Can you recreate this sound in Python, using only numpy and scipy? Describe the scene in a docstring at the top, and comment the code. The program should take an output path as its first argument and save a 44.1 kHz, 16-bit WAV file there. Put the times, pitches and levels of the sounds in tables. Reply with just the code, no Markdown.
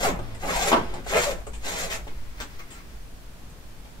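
"""Lowering a roller shutter

A shutter is let down by its strap in four strokes, a few metres away in a small, quiet bedroom.
Stick-slip friction makes the strap rasp and whirr in its guide; the slats rumble, scrape and once
knock together. The released strap snaps against its box, and small clicks and curtain rustles
follow, over faint hiss and a low rumble."""
import sys
import numpy as np
from scipy import signal
from scipy.fft import rfft, irfft
from scipy.io import wavfile
from scipy.ndimage import uniform_filter1d

SR = 44100
rng = np.random.default_rng(int(sys.argv[2]) if len(sys.argv) > 2 else 0)


def dump(signal):
    """Clip the signal to [-1, 1] and save it as 16-bit WAV at the path in sys.argv[1]."""
    limited = np.clip(np.atleast_2d(signal).T, -1, 1)
    pcm = np.round(limited * 32767).astype(np.int16)
    wavfile.write(sys.argv[1], SR, pcm)


N = 176400

# friction envelopes, one table per stroke (t/s, relative rasp level/dB, relative slat level/dB)
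STROKE_LEVELS = [
    [(0, -35, -35), (.02, -37, -34), (.03, -34, -26), (.052, -32, -22), (.065, -37, -28), (.09, -41, -31),
     (.115, -54, -37), (.15, -62, -39), (.18, -66, -46)],
    [(.39, -60, -55), (.415, -52, -48), (.432, -50, -30), (.47, -42, -39), (.497, -38, -25.5),
     (.52, -39, -35), (.55, -37, -37), (.61, -34, -32), (.645, -37, -36), (.68, -32, -28), (.712, -34, -33)],
    [(1.04, -62, -54), (1.09, -38, -42), (1.132, -41, -27), (1.16, -33, -26), (1.187, -34, -29),
     (1.206, -36, -41), (1.222, -31, -41), (1.26, -39, -38), (1.314, -43, -37), (1.345, -58, -50),
     (1.42, -64, -50)],
    [(1.6, -62, -65), (1.644, -45, -41), (1.665, -38, -38), (1.76, -40, -40), (1.8, -37, -39),
     (1.845, -39, -39), (1.885, -53, -44), (1.908, -37.5, -40), (1.953, -40, -40), (1.97, -53, -43),
     (2.03, -70, -60)],
]
# normal modes of the shutter and its box (f/Hz, relative level/dB, T60/s)
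SHUTTER_MODES = [(178, -11, .24), (215, -15, .16), (290, -6, .14), (333, -9, .15), (440, -4, .12),
                 (592, -4, .11), (652, -2, .1), (732, -1, .09), (795, -4, .11), (950, 1, .11),
                 (1287, -4, .12), (1943, -12, .12)]


def undb(db):
    """Amplitude ratio of a level in decibels."""
    return 10 ** (np.asarray(db) / 20)


def clock():
    """Sample times in seconds."""
    return np.arange(N) / SR


def curve(rows, column):
    """Amplitude envelope interpolated along a column of levels, zero outside their span."""
    rows = np.array(rows)
    return undb(np.interp(clock(), rows[:, 0], rows[:, column], left=-np.inf, right=-np.inf))


def burst(start, decay_s):
    """Impact envelope: a step onset and exponential decay."""
    age = clock() - start
    return (age >= 0) * np.exp(-np.abs(age) / decay_s)


def swells(rows):
    """Sum of Gaussian envelopes, each falling to 1/e one half-width from its peak."""
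    return sum(undb(db) * np.exp(-((clock() - peak) / width) ** 2) for peak, db, width in rows)


def through(x, response):
    """Convolution with an impulse response scaled to unit energy."""
    return signal.fftconvolve(x, response / np.linalg.norm(response))[:N]


def colour(x, points, size=8192):
    """Minimum-phase filter of a given spectral shape, made by folding the cepstrum."""
    hz, db = np.array(points).T
    f = np.fft.rfftfreq(size, 1 / SR)
    magnitude = undb(np.interp(np.log(f + 1), np.log(hz), db))
    cepstrum = irfft(np.log(magnitude))
    cepstrum[1:size // 2] *= 2
    cepstrum[size // 2 + 1:] = 0
    return through(x, irfft(np.exp(rfft(cepstrum))))


def band(x, low_hz, high_hz):
    """Band-pass filter that conserves the power of white noise."""
    sos = signal.butter(2, [low_hz, high_hz], "band", fs=SR, output="sos")
    return signal.sosfilt(sos, x) * np.sqrt(SR / 2 / (high_hz - low_hz))


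def ring(x, modes):
    """Modal superposition: a struck body responds with a sum of damped sinusoids."""
    t = np.arange(SR) / SR
    response = sum(undb(db) * np.exp(-np.log(1000) * t / t60) * np.sin(2 * np.pi * (hz * t + rng.random()))
                   for hz, db, t60 in modes)
    return through(x, response)


def walk(rate):
    """Smoothed Gaussian noise of unit variance, varying over about 1/rate seconds."""
    span = int(SR / rate)
    smooth = uniform_filter1d(uniform_filter1d(rng.standard_normal(N), span), span)
    return smooth / smooth.std()


def grains(rate, spread_db=0):
    """Stick-slip friction as a Poisson train of impulses, rate per second, with unit rms."""
    slips = (rng.random(N) < rate / SR) * rng.choice([-1, 1], N)
    impulses = slips * undb(spread_db * rng.standard_normal(N))
    return impulses / impulses.std()


def whirr(rows, ratio, overtone_db):
    """Friction tone of two harmonics at ratio times the listed f, jittering in pitch and level."""
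    times, hz, _ = np.array(rows).T
    pitch = ratio * np.interp(clock(), times, hz) * (1 + .068 * walk(425))
    phase = 2 * np.pi * np.cumsum(pitch) / SR
    amplitude = np.sqrt(2) * curve(rows, 2) * undb(3 * walk(260))
    return amplitude * (np.sin(phase) + undb(overtone_db) * np.sin(2 * phase))


def diffuse():
    """Diffuse noise field at two receivers: coherent at long wavelengths, incoherent at short ones."""
    f = np.fft.rfftfreq(N, 1 / SR)
    coherence = .88 * np.exp(-(f / 640) ** 2)
    mid, side = (irfft(rfft(rng.standard_normal(N)) * np.sqrt((1 + sign * coherence) / 2), N)
                 for sign in (1, -1))
    return np.array([mid + side, mid - side])


def background():
    """Ambient diffuse field: faint hiss over a low rumble."""
    # spectra (f/Hz, relative level/dB)
    hiss_spectrum = [(53, -30), (90, 0), (183, 0), (208, -3), (259, -3), (301, -6.5), (365, -7.5),
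                     (473, -9), (612, -10), (4630, -20.5), (15500, -27.5)]
    rumble_spectrum = [(4, 8), (10, 5), (22, -5), (31, -8), (42, 0), (58, -3), (75, -13), (120, -21),
                       (250, -42), (1000, -75)]
    # envelope of the rumble (t/s, level/dB)
    rumble_levels = [(0, -32), (1.8, -36), (2.3, -34.5), (2.7, -40.5), (4, -41)]
    hiss = np.array([colour(side, hiss_spectrum) for side in diffuse()])
    rumble = np.array([colour(side, rumble_spectrum) for side in diffuse()])
    return undb(-49) * hiss + rumble * undb(np.interp(clock(), *np.array(rumble_levels).T))


def echoes(x):
    """Reverberation of a furnished room: absorption damps the treble sooner than the bass."""
    low_t60_s, high_t60_s, onset_s = .25, .14, .0027
    t, noise = clock(), diffuse()
    low = signal.sosfilt(signal.butter(1, 900, fs=SR, output="sos"), noise)
    tail = low * np.exp(-np.log(1000) * t / low_t60_s)
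    tail += (noise - low) * np.exp(-np.log(1000) * t / high_t60_s)
    return np.array([through(x, side[:SR]) for side in tail * np.clip(t / onset_s, 0, 1)])


def bedroom(x, room_db):
    """Direct plus reverberant field; sound from the window reaches the left earlier and louder."""
    lag_s, left_lead_db, direct_db, shift_hz = .00022, 3, -2.8, 5
    # a steady crossfade of two responses stands for the echo paths that a moving shutter alters
    turn = 2 * np.pi * shift_hz * clock()
    room = echoes(x * np.cos(turn)) + echoes(x * np.sin(turn))
    direct = np.array([x, np.pad(x, (int(lag_s * SR), 0))[:N]])
    balance = undb([[left_lead_db / 2], [-left_lead_db / 2]])
    return undb(direct_db) * direct * balance + undb(room_db) * room


def curtains():
    """Sliding cloth radiates friction noise; light taps excite the modes of the runners."""
    # rustles (peak t/s, level/dB, half-width/s)
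    rustles = [(2.194, -57, 0.38), (2.405, -48, 0.034), (2.53, -56.5, 0.06), (2.597, -44, 0.0097),
               (2.742, -51, 0.067), (2.91, -59, 0.091)]
    # spectrum of the cloth (f/Hz, relative level/dB)
    cloth_spectrum = [(150, -5), (600, 0.5), (1200, 4), (2200, 5), (3200, -3), (5000, -3), (8000, -11),
                      (11000, -20), (15500, -8)]
    # taps of the runners (t/s, level/dB)
    taps = [(2.521, -51), (2.591, -36), (2.603, -36), (2.793, -43.5)]
    # modes of a runner (f/Hz, relative level/dB, T60/s)
    runner_modes = [(1120, 3, .1), (1380, -14, .04), (2130, 5, .07)]
    force = rng.standard_normal(N) * sum(undb(db) * burst(t, decay_s=.0036) for t, db in taps)
    cloth = colour(grains(rate=3200) * swells(rustles), cloth_spectrum)
    return cloth + ring(force, runner_modes)


def clicks():
    """Small impacts of strap and slats radiate decaying noise in three bands."""
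    # clicks (t/s, body level/dB, middle level/dB, treble level/dB, decay time/s)
    impacts = [(.19, -26, -48, -48, 0.0037), (0.347, -49, -40, -41, 0.0037), (.938, -30, -40, -42, 0.0057),
               (1.064, -25, -46, -42, 0.0028), (1.467, -31.5, -63, -39, 0.0067),
               (1.533, -46, -44, -44, 0.022), (2.069, -30, -48, -45, 0.0023),
               (2.077, -45, -35.5, -49, 0.0036), (2.704, -54, -50, -44.5, 0.029),
               (3.499, -70, -63, -51, 0.0046), (3.85, -44.5, -47.5, -66, 0.008)]
    attack_s = .00054
    noise = rng.standard_normal(N)
    envelopes = np.zeros((3, N))
    for start, *levels, decay_s in impacts:
        attack = np.clip((clock() - start) / attack_s, 0, 1)
        envelopes += np.outer(undb(levels), attack * burst(start, decay_s))
    body, middle, treble = noise * envelopes
    return band(body, 170, 1100) + band(middle, 1350, 3200) + band(treble, 6860, 8450)


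def clack():
    """Impact with rebounds: the released strap hits its box, each contact opening with a hard snap."""
    # contacts (t/s, relative level/dB)
    contacts = [(2.4025, -27.5), (2.408, -29), (2.4115, -34), (2.417, -36), (2.423, -35), (2.43, -37)]
    # spectrum of a contact (f/Hz, relative level/dB)
    spectrum = [(100, -23), (280, -1.5), (600, -1.5), (1400, 3), (2200, -1.5), (3300, 0), (5000, -9.5),
                (7800, -4.5), (9500, -24), (15500, -17)]
    decay_s, snap_s, snap_db = .0019, .0003, 9
    force = sum(undb(db) * (burst(t, decay_s) + undb(snap_db) * burst(t, snap_s)) for t, db in contacts)
    return undb(-2) * colour(rng.standard_normal(N) * force, spectrum)


def knocks():
    """Impulsive excitation: slats drop onto each other with a crack and set the shutter ringing."""
    # collisions (t/s, relative level/dB)
    collisions = [(.568, -25), (.673, -25), (.717, -10.5), (.723, -15), (.729, -12.5), (.737, -18),
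                  (.745, -22), (.759, -22), (.768, -21.5)]
    # spectrum of the crack (f/Hz, relative level/dB)
    spectrum = [(50, -45), (110, -22), (170, -8), (400, -5), (700, 0), (950, 1), (1350, -5), (2000, -14),
                (3000, -17), (6000, -28), (15000, -45)]
    blows = rng.standard_normal(N) * sum(undb(db) * burst(t, decay_s=.0039) for t, db in collisions)
    return undb(2) * colour(blows, spectrum) + undb(-14.5) * ring(blows, SHUTTER_MODES)


def scrapes():
    """Coarse stick-slip: where the slats bind in their rails, they slip in very uneven steps."""
    # moments of binding (peak t/s, level/dB, half-width/s)
    binds = [(0.503, -33, .017), (0.54, -37, 0.014), (1.16, -28, 0.03), (1.925, -41, 0.028)]
    return band(grains(rate=2000, spread_db=10.5) * swells(binds), 1600, 2600)


def slats():
    """Forced vibration: slats chatter down their rails and shake the box, then rub on faintly."""
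    # rubbing between strokes, one table per pause (t/s, level/dB)
    settling = [
        [(.17, -67), (.23, -45.5), (.27, -47), (.32, -46.5), (.39, -50)],
        [(.76, -32), (.84, -38.5), (.92, -44), (.97, -40), (1.04, -55)],
    ]
    # spectra (f/Hz, relative level/dB)
    chatter_spectrum = [(60, -37.5), (170, -4), (300, -7.5), (480, 2), (650, 4), (800, 0), (1050, -6),
                        (1400, -8), (2100, -7.5), (2800, -13.5), (4500, -37), (12000, -34)]
    rub_spectrum = [(100, 2), (250, 2), (650, -1), (1000, -5), (2200, -9), (6000, -22), (15000, -39)]
    chatter = grains(rate=1100) * sum(curve(rows, 2) for rows in STROKE_LEVELS)
    rub = grains(rate=2200) * sum(curve(rows, 1) for rows in settling)
    resonance = undb(-9.5) * ring(chatter, SHUTTER_MODES)
    return undb(.5) * colour(chatter, chatter_spectrum) + resonance + colour(rub, rub_spectrum)


def friction_tones():
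    """Periodic friction: the weave's pitch follows the strap's speed; the loaded roller groans once."""
    # glides of the weave, one table per run (t/s, nominal f/Hz, relative level/dB)
    weave_glides = [
        [(.02, 1100, -44), (.05, 820, -31), (.075, 480, -31), (.105, 280, -35), (.15, 150, -42),
         (.21, 115, -42), (.33, 108, -45), (.44, 104, -54)],
        [(.478, 1400, -42), (.5, 1270, -34), (.53, 1040, -34), (.552, 950, -32), (.575, 810, -26),
         (.595, 770, -32), (.62, 790, -33), (.65, 850, -31), (.685, 810, -35), (.71, 700, -40)],
        [(1.17, 1380, -40), (1.2, 1320, -36), (1.225, 1070, -31), (1.25, 850, -32), (1.262, 580, -30),
         (1.29, 540, -28), (1.312, 490, -28), (1.328, 450, -42)],
    ]
    # glide of the roller (t/s, nominal f/Hz, relative level/dB)
    roller_glide = [(1.105, 400, -40), (1.133, 430, -27), (1.16, 480, -24.5), (1.186, 505, -23.5),
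                    (1.196, 500, -44)]
    weave = sum(whirr(rows, ratio=.99, overtone_db=-13.5) for rows in weave_glides)
    lower_groan = whirr(roller_glide, ratio=.94, overtone_db=-18)
    upper_groan = undb(-6) * whirr(roller_glide, ratio=1.36, overtone_db=-4)
    return undb(-.7) * (weave + lower_groan + upper_groan)


def grit():
    """Sparse stick-slip: single fibres catch on the guide and let go with tiny bright ticks."""
    ticks = grains(rate=220, spread_db=3) * sum(curve(rows, 1) for rows in STROKE_LEVELS)
    return undb(-5) * band(ticks, 4450, 12100)


def strap():
    """Dense stick-slip: the webbing's slips over its guide merge into an uneven broadband rasp."""
    # spectrum of the rasp (f/Hz, relative level/dB)
    spectrum = [(100, -51), (350, 0), (1000, -2), (2100, 8.5), (3100, 3), (4000, 3.5), (5000, -2),
                (7500, 4.5), (10500, -28), (12500, -8.5), (15500, -15.5)]
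    effort = sum(curve(rows, 1) for rows in STROKE_LEVELS) * undb(2.2 * walk(200))
    return undb(4) * colour(grains(rate=3500) * effort, spectrum)


def scene():
    """Superposition of shutter and curtains, heard in the bedroom, on the ambient field."""
    noises = strap() + grit() + slats() + scrapes() + knocks() + clack() + clicks() + curtains()
    return bedroom(noises, room_db=.3) + bedroom(friction_tones(), room_db=-6.5) + background()


def record(dry):
    """Band limiting: a steep elliptic low-pass removes the highest treble."""
    cutoff_hz = 15600
    return signal.sosfilt(signal.ellip(10, .2, 80, cutoff_hz, fs=SR, output="sos"), dry)


dry = scene()
out = record(dry)
dump(out)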